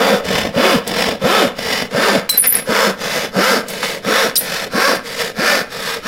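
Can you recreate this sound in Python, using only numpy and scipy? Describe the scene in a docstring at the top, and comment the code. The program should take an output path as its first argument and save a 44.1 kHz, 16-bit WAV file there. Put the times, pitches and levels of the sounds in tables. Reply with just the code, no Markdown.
"""The rasp of a hand saw, to and fro through a damp board on a trestle, in a garden with a wooden fence.
On each push the teeth strike and tear fibres at a rate that follows the arm, forcing the board to
vibrate; on the pull they mostly slide and the blade chatters. As the kerf deepens the cut turns nasal.
Now and then the blade snags as it turns back: stick-slip friction squeaks and the steel's modes ring.
Faint echoes from fence and paving follow, over a low outdoor hush."""
import sys
import numpy as np
from scipy import signal
from scipy.fft import rfft, irfft
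from scipy.io import wavfile
from scipy.ndimage import uniform_filter1d, minimum_filter1d

SR = 44100
rng = np.random.default_rng(int(sys.argv[2]) if len(sys.argv) > 2 else 0)


def wav_out(sig):
    """Save sig, one row per channel (or a flat mono array), as 16-bit PCM at SR to the path in sys.argv[1]."""
    wavfile.write(sys.argv[1], SR, np.round(np.clip(np.atleast_2d(sig).T, -1, 1) * 32767).astype(np.int16))


N = 267731
HZ = np.fft.rfftfreq(4096, 1 / SR)  # frequency grid of the filter curves

# cutting strokes: start/s, end/s, top tooth rate/Hz, lateness of the top (exponent), rocking (0-1),
# trims of rasp/dB, rumble/dB, hiss/dB
PUSHES = [(-.111, 0.208, 285.7, 1.17, 0.07, -1, 3.5, -2.5), (0.518, 0.806, 385, 1.17, 0.6, 0.5, 2, -2),
          (1.188, 1.499, 433.7, 1.23, 0.53, 0.5, 1, -2), (1.892, 2.22, 403.8, 1.21, 0.31, -.5, 1, -1),
          (2.642, 2.933, 540.3, 1.34, 0.27, 0, 0.5, -.5), (3.313, 3.621, 535.8, 1.27, 0.4, 0, 1, .5),
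          (4.016, 4.315, 551, 1.3, 0.32, -0.5, 0, 1), (4.694, 4.991, 561.4, 1.34, 0.33, 0, -1.5, 0.5),
          (5.341, 5.638, 603.7, 1.26, 0.47, 0, -1.5, 1), (6.011, 6.31, 548, 1.12, 0.7, -1, -9.5, 0)]
# return strokes: start/s, end/s, chatter depth/dB, trims of rasp/dB, rumble/dB, hiss/dB
PULLS = [(0.231, .526, 2.5, -0.5, 3, -2), (.844, 1.187, 2.5, 1, 1.5, -0.5), (1.562, 1.889, 1.4, 2, -1, 0),
         (2.301, 2.649, 2.5, .5, -1.5, 0), (2.98, 3.312, 0.7, 1, -0.5, 0), (3.665, 4.018, -0.2, -1.5, 0, 1),
         (4.384, 4.701, 1.5, -0.5, -1, 0.5), (5.035, 5.341, 1, -1, -0.5, 1),
         (5.697, 6.017, 0.9, 0.5, -2.5, 0)]

def sawing():
    """Reciprocating motion: pushes and pulls excite the board in turn."""
    wood = np.zeros(N)
    for row in PUSHES:
        add(wood, *push(*row))
    for row in PULLS:
        add(wood, *pull(*row))
    return wood

# envelope of a push: share of the stroke, rasp/dB, rumble/dB re rasp, hiss/dB re rasp
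PUSH_ENVELOPE = [(0, -45, -6, -6.5), (.1, -29.5, 2, -5.5), (.22, -19.5, 2.5, -6.5), (.42, -14, -5.5, -7.5),
                 (.62, -14, -4.5, -6), (.8, -17.5, 1.5, -5), (.92, -23, -1.5, -5), (1.03, -29.5, -1, -12.5),
                 (1.3, -45.5, 0.5, -15.5)]
# spectra of a push in a shallow and a deep kerf: f/Hz, level/dB
PUSH_SHALLOW = [(47, -68), (80, -42), (146, -17), (199, 3.5), (309, -12.5), (538, 3), (802, -10.5),
                (1310, -12.5), (2720, -17.5), (3540, -15.5), (3870, -20.5), (4940, -19.5), (6310, -25.5),
                (12500, -31.5), (16000, -34)]
PUSH_DEEP = [(47, -82), (80, -66), (139, -43), (199, -8.5), (378, -17.5), (538, -6), (768, -8.5), (1600, 1),
             (1950, -6.5), (2270, -4.5), (3240, -15), (5280, -20), (6590, -25.5), (13400, -32),
             (16000, -38)]
DEEPENING_S = (0.77, 4.7)  # the kerf goes from shallow to deep between these times
BITE, OFFCUT_HZ, OFFCUT_DB = (0.14, 0.31), (1320, 1730), (1.5, 2)  # each: shallow, deep

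def push(start, end, top_hz, lateness, rocking, *trims_db, boom_hz=199, boom_width_hz=67):
    """Resonance: the board booms as the tooth rate passes a low mode, and the loosening offcut rings."""
    t, (rasp_db, rumble_db, hiss_db) = envelopes(start, end, PUSH_ENVELOPE, trims_db)
    tooth_hz = tooth_rate(t, start, end, top_hz, lateness)
    boom_db = 4 * np.exp(-((tooth_hz - boom_hz) / boom_width_hz) ** 2)
    levels_db = rasp_db, rumble_db + boom_db, hiss_db
    bite, offcut_hz, offcut_db = (np.interp(start, DEEPENING_S, x) for x in (BITE, OFFCUT_HZ, OFFCUT_DB))
    colour_db = kerf_colour(start, PUSH_SHALLOW, PUSH_DEEP)
    colour_db += resonance(offcut_hz, width_hz=150, db=offcut_db)
    excitation = teeth(tooth_hz, bite, rocking)
    return t[0], board(excitation, levels_db, colour_db, judder_db=0.78, judder_hz=91, lurch_db=1.36)

# envelope of a pull: share of the stroke, rasp/dB, rumble/dB re rasp, hiss/dB re rasp
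PULL_ENVELOPE = [(-0.06, -53, -9, -5), (0.08, -30.0, 2.5, -2.5), (0.3, -25.5, -1, -3.5),
                 (0.52, -21.0, -4, -3.5), (0.8, -25, -2.0, -4.5), (0.92, -33.5, 3.5, -6.5),
                 (1.05, -49, 5.5, -13)]
# spectra of a pull in a shallow and a deep kerf: f/Hz, level/dB
PULL_SHALLOW = [(47, -24), (80, -4.5), (112, -15), (212, -2.5), (353, -15), (482, -7.5), (615, -5.5),
                (1170, -11.5), (1990, -8.5), (2330, -9.5), (3540, -9.5), (4330, -13), (4730, -9),
                (6170, -17.5), (16000, -28)]
PULL_DEEP = [(47, -74), (80, -24), (166, -8), (303, -23), (461, -6.5), (672, -7), (802, -10.5), (1280, -6),
             (1430, -9.5), (1600, -3.5), (2660, -8), (4940, -10.5), (6590, -15.5), (12500, -21),
             (16000, -28)]
# the blade binds (+) or skates (-) in the damp kerf: t/s, half length/s, gain/dB
BINDS = [(0.323, 0.081, 5), (1.01, 0.065, 2.5), (2.411, 0.023, -16), (2.458, 0.017, 8), (2.497, 0.038, -15),
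         (3.046, .038, 3.5), (3.802, 0.037, -5), (3.84, 0.023, 3.5), (5.159, 0.047, -4),
         (5.204, 0.019, 4.5), (5.823, 0.054, -4), (5.833, 0.015, 1)]

def pull(start, end, chatter_db, *trims_db, chatter_hz=43.94, drift=0.203):
    """Sliding friction: the backs of the teeth drag, and the slack blade's flutter modulates the rasp."""
    t, (rasp_db, rumble_db, hiss_db) = envelopes(start, end, PULL_ENVELOPE, trims_db)
    bind_db = sum(db * np.exp(-((t - s) / half_s) ** 2) for s, half_s, db in BINDS)
    flutter_hz = chatter_hz * (1 + drift * waver(len(t), 18))
    flutter = np.cos(2 * np.pi * np.cumsum(flutter_hz) / SR)
    levels_db = rasp_db + bind_db + chatter_db * flutter, rumble_db, hiss_db
    tooth_hz = tooth_rate(t, start, end, top_hz=517.4, lateness=0.97)
    excitation = teeth(tooth_hz, bite=0.095, rocking=0.025)
    colour_db = kerf_colour(start, PULL_SHALLOW, PULL_DEEP)
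    return t[0], board(excitation, levels_db, colour_db, judder_db=1.22, judder_hz=81, lurch_db=2.1)

def envelopes(start, end, shape, trims_db):
    """Time scaling: a shape stretched over one stroke gives times and rasp, rumble and hiss in dB."""
    share, *columns = np.transpose(shape)
    knots_s = start + share * (end - start)
    t = np.arange(max(knots_s[0], 0), knots_s[-1], 1 / SR)
    return t, [np.interp(t, knots_s, column) + db for column, db in zip(columns, trims_db)]

def tooth_rate(t, start, end, top_hz, lateness, slowest_hz=122):
    """Tooth-passing frequency: it follows the arm's speed, which rises and falls in one arch."""
    progress = np.clip((t - start) / (end - start), 0, 1)
    return np.maximum(top_hz * np.sin(np.pi * progress ** lateness), slowest_hz)

# how readily the board rocks with the teeth: tooth rate/Hz, factor (0-1)
MOBILITY = [(125, 0), (155, .8), (200, 1), (250, .9), (310, .4), (380, .55), (440, .7), (520, .45),
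            (620, .2)]

def teeth(tooth_hz, bite, rocking, jitter=.014, unevenness=0.58, tooth_set=0.23, rub=0.98):
    """Impact excitation: each tooth knocks and tears fibres; bite weights the knocks against tearing."""
    count = len(tooth_hz)
    tooth_hz = tooth_hz * (1 + jitter * waver(count, 90))
    passed = np.cumsum(tooth_hz) / SR
    side = np.cos(np.pi * np.floor(passed))  # teeth set left and right bite unequally
    force = 1 + tooth_set * side + unevenness * rng.standard_normal(count)
    knocks = np.diff(np.floor(passed), prepend=0) * force
    knocks = (knocks - tooth_hz / SR) * np.sqrt(SR / tooth_hz)  # zero mean, same power at any rate
    knocks = signal.lfilter(*signal.butter(1, 2300, fs=SR), knocks)  # damp wood blunts the knock
    bursts = rub + np.exp(-(passed % 1) / 0.83)
    tearing = unit_rms(fibres(count, per_s=12000, spread_db=2.5) * bursts)
    drive = np.sqrt(bite) * knocks + np.sqrt(1 - bite) * tearing
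    # the rocking board growls at the tooth rate; no two teeth pull alike
    phase = 2 * np.pi * passed + 0.19 * waver(count, 113)
    growl = unit_rms(np.cos(phase) * (1 + 0.33 * waver(count, 58)))
    growl_share = np.clip(rocking * curve_at(MOBILITY, tooth_hz), 0, .9)
    return drive, growl, growl_share

def fibres(count, per_s, spread_db):
    """Shot noise: fibres snap at random instants, many weakly and a few strongly."""
    size = gain_of(spread_db * np.minimum(rng.exponential(1, count), 4))
    return unit_rms(size * rng.choice([-1., 1.], count) * (rng.random(count) < per_s / SR))

# resonances and dips of the board on its trestle: f/Hz, width/Hz, gain/dB
BOARD_MODES = [(101, 53, -5), (202, 39, 5), (312, 56, 0.5), (368, 29, -0.5), (464.4, 78, 6.5),
               (545, 26, 4.5), (680, 52, 0.5), (854, 45, -1), (884, 9, 4), (1120, 50, 5), (1150, 66, -6.5),
               (1374, 160, 3), (1410, 42, -8), (1598, 23, 5.5), (1785, 22, 7), (2010, 85, 3), (2218, 28, 6),
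               (2314, 110, -3.5), (2735, 130, -4.5), (3000, 57, 2), (3270, 175, -5), (3506, 260, 3.5),
               (3800, 150, -1.5), (4625, 65, 2.5), (4810, 175, 4.5), (5370, 470, 4), (6400, 310, -1),
               (8300, 1050, -2.5)]

def board(excitation, levels_db, colour_db, judder_db, judder_hz, lurch_db, lurch_hz=22, fade_s=0.004):
    """Forced vibration: the modes filter the drive; the grain makes it judder and the board lurch."""
    drive, growl, growl_share = excitation
    rasp_db, rumble_db, hiss_db = levels_db
    count = len(drive)
    t = np.arange(count) / SR
    modes_db = sum(resonance(*row) for row in BOARD_MODES)
    response = coloured(drive, colour_db + modes_db)
    rumble, rasp, hiss = (steadied(band, seconds=0.031) for band in three_bands(response))
    rumble = steadied(np.sqrt(1 - growl_share) * rumble + np.sqrt(growl_share) * growl, seconds=0.024)
    rumble *= gain_of(lurch_db * waver(count, lurch_hz))
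    sound = rumble * gain_of(rumble_db - .3) + rasp * gain_of(-.3) + hiss * gain_of(hiss_db - .1)
    fade = np.sqrt(np.minimum(np.minimum(t, t[::-1]) / fade_s, 1))
    judder = unit_rms(gain_of(judder_db * waver(count, judder_hz)))
    return sound * fade * gain_of(rasp_db) * judder

def kerf_colour(s, shallow, deep, ripple_db=2.5):
    """Spectral envelope: it shifts with kerf depth, and each lie of the blade adds fine resonances."""
    depth = np.interp(s, DEEPENING_S, (0, 1))
    ripple = unit_rms(smoothed(rng.standard_normal(len(HZ)), size=7)) * HZ / (HZ + 700)
    return (1 - depth) * curve_at(shallow, HZ) + depth * curve_at(deep, HZ) + ripple_db * ripple

# squeaks of the blade: t/s, length/s, first f/Hz, target f/Hz, glide time constant/s, level/dB,
# decay/(dB/s), roughness, overtones/dB
SQUEAKS = [(2.294, 0.015, 4100, 4020, .007, -6.5, 200, 0.1, -5.5),
           (2.323, 0.043, 4000, 4050, 0.023, -17.5, 114, 0.08, -14),
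           (2.374, 0.0075, 13160, 12130, 0.0065, 0, 100, 0.43, -60),
           (2.383, .011, 11100, 10000, .006, -11, 0, .5, -60),
           (2.393, 0.0064, 10030, 9750, 0.0057, -1, 100, .3, -60),
           (2.402, 0.13, 10200, 9870, 0.0154, -12.5, 100, 0.6, -60),
           (2.469, .009, 14300, 13600, 0.0054, -2, 300, .5, -60),
           (2.479, 0.03, 9800, 12900, 0.033, -10.5, 30, .5, -60),
           (2.523, 0.013, 13300, 14000, .003, -5, 450, .25, -60),
           (2.55, 0.0053, 11300, 10640, .006, -1, 600, 0.8, -60),
           (4.354, .012, 5200, 4970, 0.0061, -12.5, 100, 0.8, -21),
           (4.358, 0.013, 4300, 3790, 0.013, -14.5, 50, 1.1, -23),
           (4.362, 0.013, 5470, 5700, .005, -19, 100, .2, -30),
           (4.364, 0.04, 9300, 9310, .008, -10.5, 280, .18, -60),
           (4.374, .02, 12400, 12520, .005, -9.5, 200, 0.5, -60)]

def squeak(s, length, first_hz, target_hz, glide_s, db, decay, roughness, overtones_db):
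    """Stick-slip oscillation: the pinched blade grips and slides at a gliding, unsteady pitch."""
    t = np.arange(int((length + 0.038) * SR)) / SR
    hz = target_hz + (first_hz - target_hz) * np.exp(-t / glide_s)
    hz *= 1 + 0.041 * roughness * waver(len(t), 990)
    phase = 2 * np.pi * np.cumsum(hz) / SR
    tone = np.sin(phase)
    for k in (2, 3):
        tone += gain_of(overtones_db * np.sqrt(k - 1)) * np.sin(k * phase) * (k * hz < SR / 2)
    tone = unit_rms(tone * (1 + roughness * waver(len(t), 410)))
    attack = np.minimum(t / 0.0034, 1)
    release = np.exp(-np.maximum(t - length, 0) / 0.0043)
    return s, attack * release * gain_of(db - decay * t) * tone

# teeth catching in the kerf: t/s, level/dB, centre f/Hz, spread/octaves, T60/s, ring/dB
SNAGS = [(.249, -19.5, 2000, 1.35, 0.047, -40), (.875, -13.5, 7000, 0.98, 0.041, -27),
         (.92, -15, 550, 1.1, .05, -40), (1.122, -7.5, 450, 0.72, 0.041, -40),
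         (1.909, -24, 1500, 1.3, .06, -40), (2.292, -5.5, 6860, 1.4, 0.045, -21.5),
         (2.29, -12.5, 1600, 0.84, 0.028, -40), (2.312, -21.5, 11800, 0.29, .1, -1.5),
         (2.44, -16.5, 2000, 0.33, .15, -40), (2.472, -1, 12500, .15, .036, -20),
         (2.527, -21, 14000, .06, .04, -5), (2.555, -15, 10500, 0.14, .074, -8),
         (2.671, -22, 550, 0.63, .06, -40), (3.354, -16, 700, 0.78, .06, -40),
         (3.682, -21, 7000, 0.86, .07, -20), (3.7, -22, 12000, .46, .08, -15),
         (3.829, -12, 1180, 0.98, 0.088, -40), (4.356, -7, 6960, 1.34, .085, -24),
         (4.369, -16, 11000, 0.5, 0.099, -9), (4.388, -15, 15000, .2, .07, -8),
         (4.952, -17, 8000, .63, 0.029, -38)]
# modes of the steel blade: f/Hz, level/dB, T60/s
BLADE_MODES = [(4000, -7, .17), (5450, 6, 0.16), (6740, -24, .16), (8300, -46, .17), (8940, -17, 0.17),
               (9760, 4, .21), (10570, 4, 0.23), (10900, -18, 0.25), (11270, -32, .14), (12300, -15, 0.25),
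               (12200, 4, .14), (12800, -8, .14), (14200, -4, .25), (15400, -6, .12)]

def snag(s, db, centre_hz, octaves, t60, ring_db):
    """Free vibration: a tooth catches and lets go with a scrape, and blade modes in its band ring on."""
    def band_db(hz):
        return np.maximum(-4.3 * (np.log2((hz + 1) / centre_hz) / octaves) ** 2, -50)
    t = np.arange(int(.3 * SR)) / SR
    snaps = fibres(len(t), per_s=6300, spread_db=4.5)
    scrape = unit_rms(coloured(snaps, band_db(HZ))) * gain_of(-60 * t / t60)
    ring = np.zeros(len(t))
    for hz, mode_db, mode_t60 in BLADE_MODES:
        envelope = gain_of(mode_db + band_db(hz) - 60 * t / mode_t60)
        ring += envelope * np.sin(2 * np.pi * (hz * t + rng.random()))
    attack = np.minimum(t / 0.0023, 1)
    return s, gain_of(db) * attack * (scrape + gain_of(ring_db) * ring)

# reverberation time of the garden: f/Hz, T60/s
GARDEN_T60 = [(150, .28), (1000, .26), (4000, .15), (7000, .16), (10500, .24), (14000, .22)]

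def garden_echoes(x, first_s=.009, per_s=3000):
    """Reverberation: fence and paving scatter echoes, each band decaying at its own rate."""
    count = SR // 2
    echoes = rng.choice([-1., 1.], count) * (rng.random(count) < per_s / SR)
    echoes *= np.arange(count) > first_s * SR
    hz, t, spectra = signal.stft(echoes, SR, nperseg=256)
    decay = gain_of(-60 * t / curve_at(GARDEN_T60, hz)[:, None])
    tail = signal.istft(spectra * decay, SR, nperseg=256)[1]
    return signal.fftconvolve(x, tail / np.linalg.norm(tail))[:N]

# spectrum of the outdoor background: f/Hz, level/dB
AIR_SPECTRUM = [(20, -4.5), (45, -12), (100, -11.5), (250, -4), (1000, -37), (4000, -24), (16000, -59)]

def outdoor_air():
    """Stationary noise: a steady hush, strongest in the bass."""
    return unit_rms(coloured(rng.standard_normal(N), curve_at(AIR_SPECTRUM, HZ)))

def gain_of(db):
    """Decibels to amplitude ratio."""
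    return 10 ** (np.asarray(db) / 20)

def unit_rms(x):
    """Normalisation to rms 1."""
    return x / np.sqrt(np.mean(x ** 2) + 1e-20)

def smoothed(x, size):
    """Triangular moving average."""
    return uniform_filter1d(uniform_filter1d(x, size), size)

def steadied(x, seconds):
    """Normalisation to a running rms of 1."""
    return x / np.sqrt(abs(smoothed(x ** 2, int(seconds * SR))) + 1e-20)

def waver(count, hz):
    """Random modulation: noise of rms 1, low-passed at hz."""
    f = np.fft.rfftfreq(count, 1 / SR)
    return unit_rms(irfft(rfft(rng.standard_normal(count)) / (1 + (f / hz) ** 4), count))

def curve_at(points, hz):
    """Interpolation on a log-frequency axis."""
    f, value = np.transpose(points)
    return np.interp(np.log(hz + 1), np.log(f + 1), value)

def resonance(hz, width_hz, db):
    """A resonance as a bell in dB on the grid HZ, its width taken at half height."""
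    return db * np.exp(-np.log(16) * ((HZ - hz) / width_hz) ** 2)

def coloured(x, db):
    """Minimum-phase filter shaped by db on the grid HZ: clicks ring after they strike."""
    log_gain = np.log(gain_of(np.maximum(db - db.max(), -90)))
    mirrored = np.r_[log_gain, log_gain[-2:0:-1]]
    response = np.exp(np.conj(signal.hilbert(mirrored)))[:len(HZ)]
    return signal.fftconvolve(x, irfft(response))[:len(x)]

def three_bands(x, edges_hz=(700, 3500)):
    """Complementary filters: a split into rumble, rasp and hiss."""
    hz = np.fft.rfftfreq(len(x), 1 / SR)
    low, below_hiss = (1 / (1 + (hz / edge) ** 10) for edge in edges_hz)
    return [irfft(rfft(x) * band, len(x)) for band in (low, below_hiss - low, 1 - below_hiss)]

def add(mix, s, sound):
    """Superposition of a sound from time s."""
    part = mix[max(round(s * SR), 0):][:len(sound)]
    part += sound[:len(part)]

def scene():
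    """Superposition: wood, steel, their echoes and the air sum at one listening point."""
    wood, steel = sawing(), np.zeros(N)
    for row in SQUEAKS:
        add(steel, *squeak(*row))
    for row in SNAGS:
        add(steel, *snag(*row))
    air = gain_of(-40.5) * outdoor_air()
    echoes = garden_echoes(gain_of(-18) * wood + gain_of(-12.5) * steel)
    mono = wood + gain_of(-2.0) * steel + echoes + air
    return np.array([mono, mono])

def record(dry):
    """Peak limiting and band limiting: a fast gain dip holds down the peaks, then a low-pass follows."""
    ceiling, cutoff_hz = .96, 15950
    gain = np.minimum(1, ceiling / (abs(dry).max(0) + 1e-9))
    limited = dry * uniform_filter1d(minimum_filter1d(gain, size=65), size=65)
    low_pass = signal.firwin(301, cutoff_hz, window=("kaiser", 9), fs=SR)
    return signal.oaconvolve(limited, low_pass[None], "same")

dry = scene()
out = record(dry)
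wav_out(out)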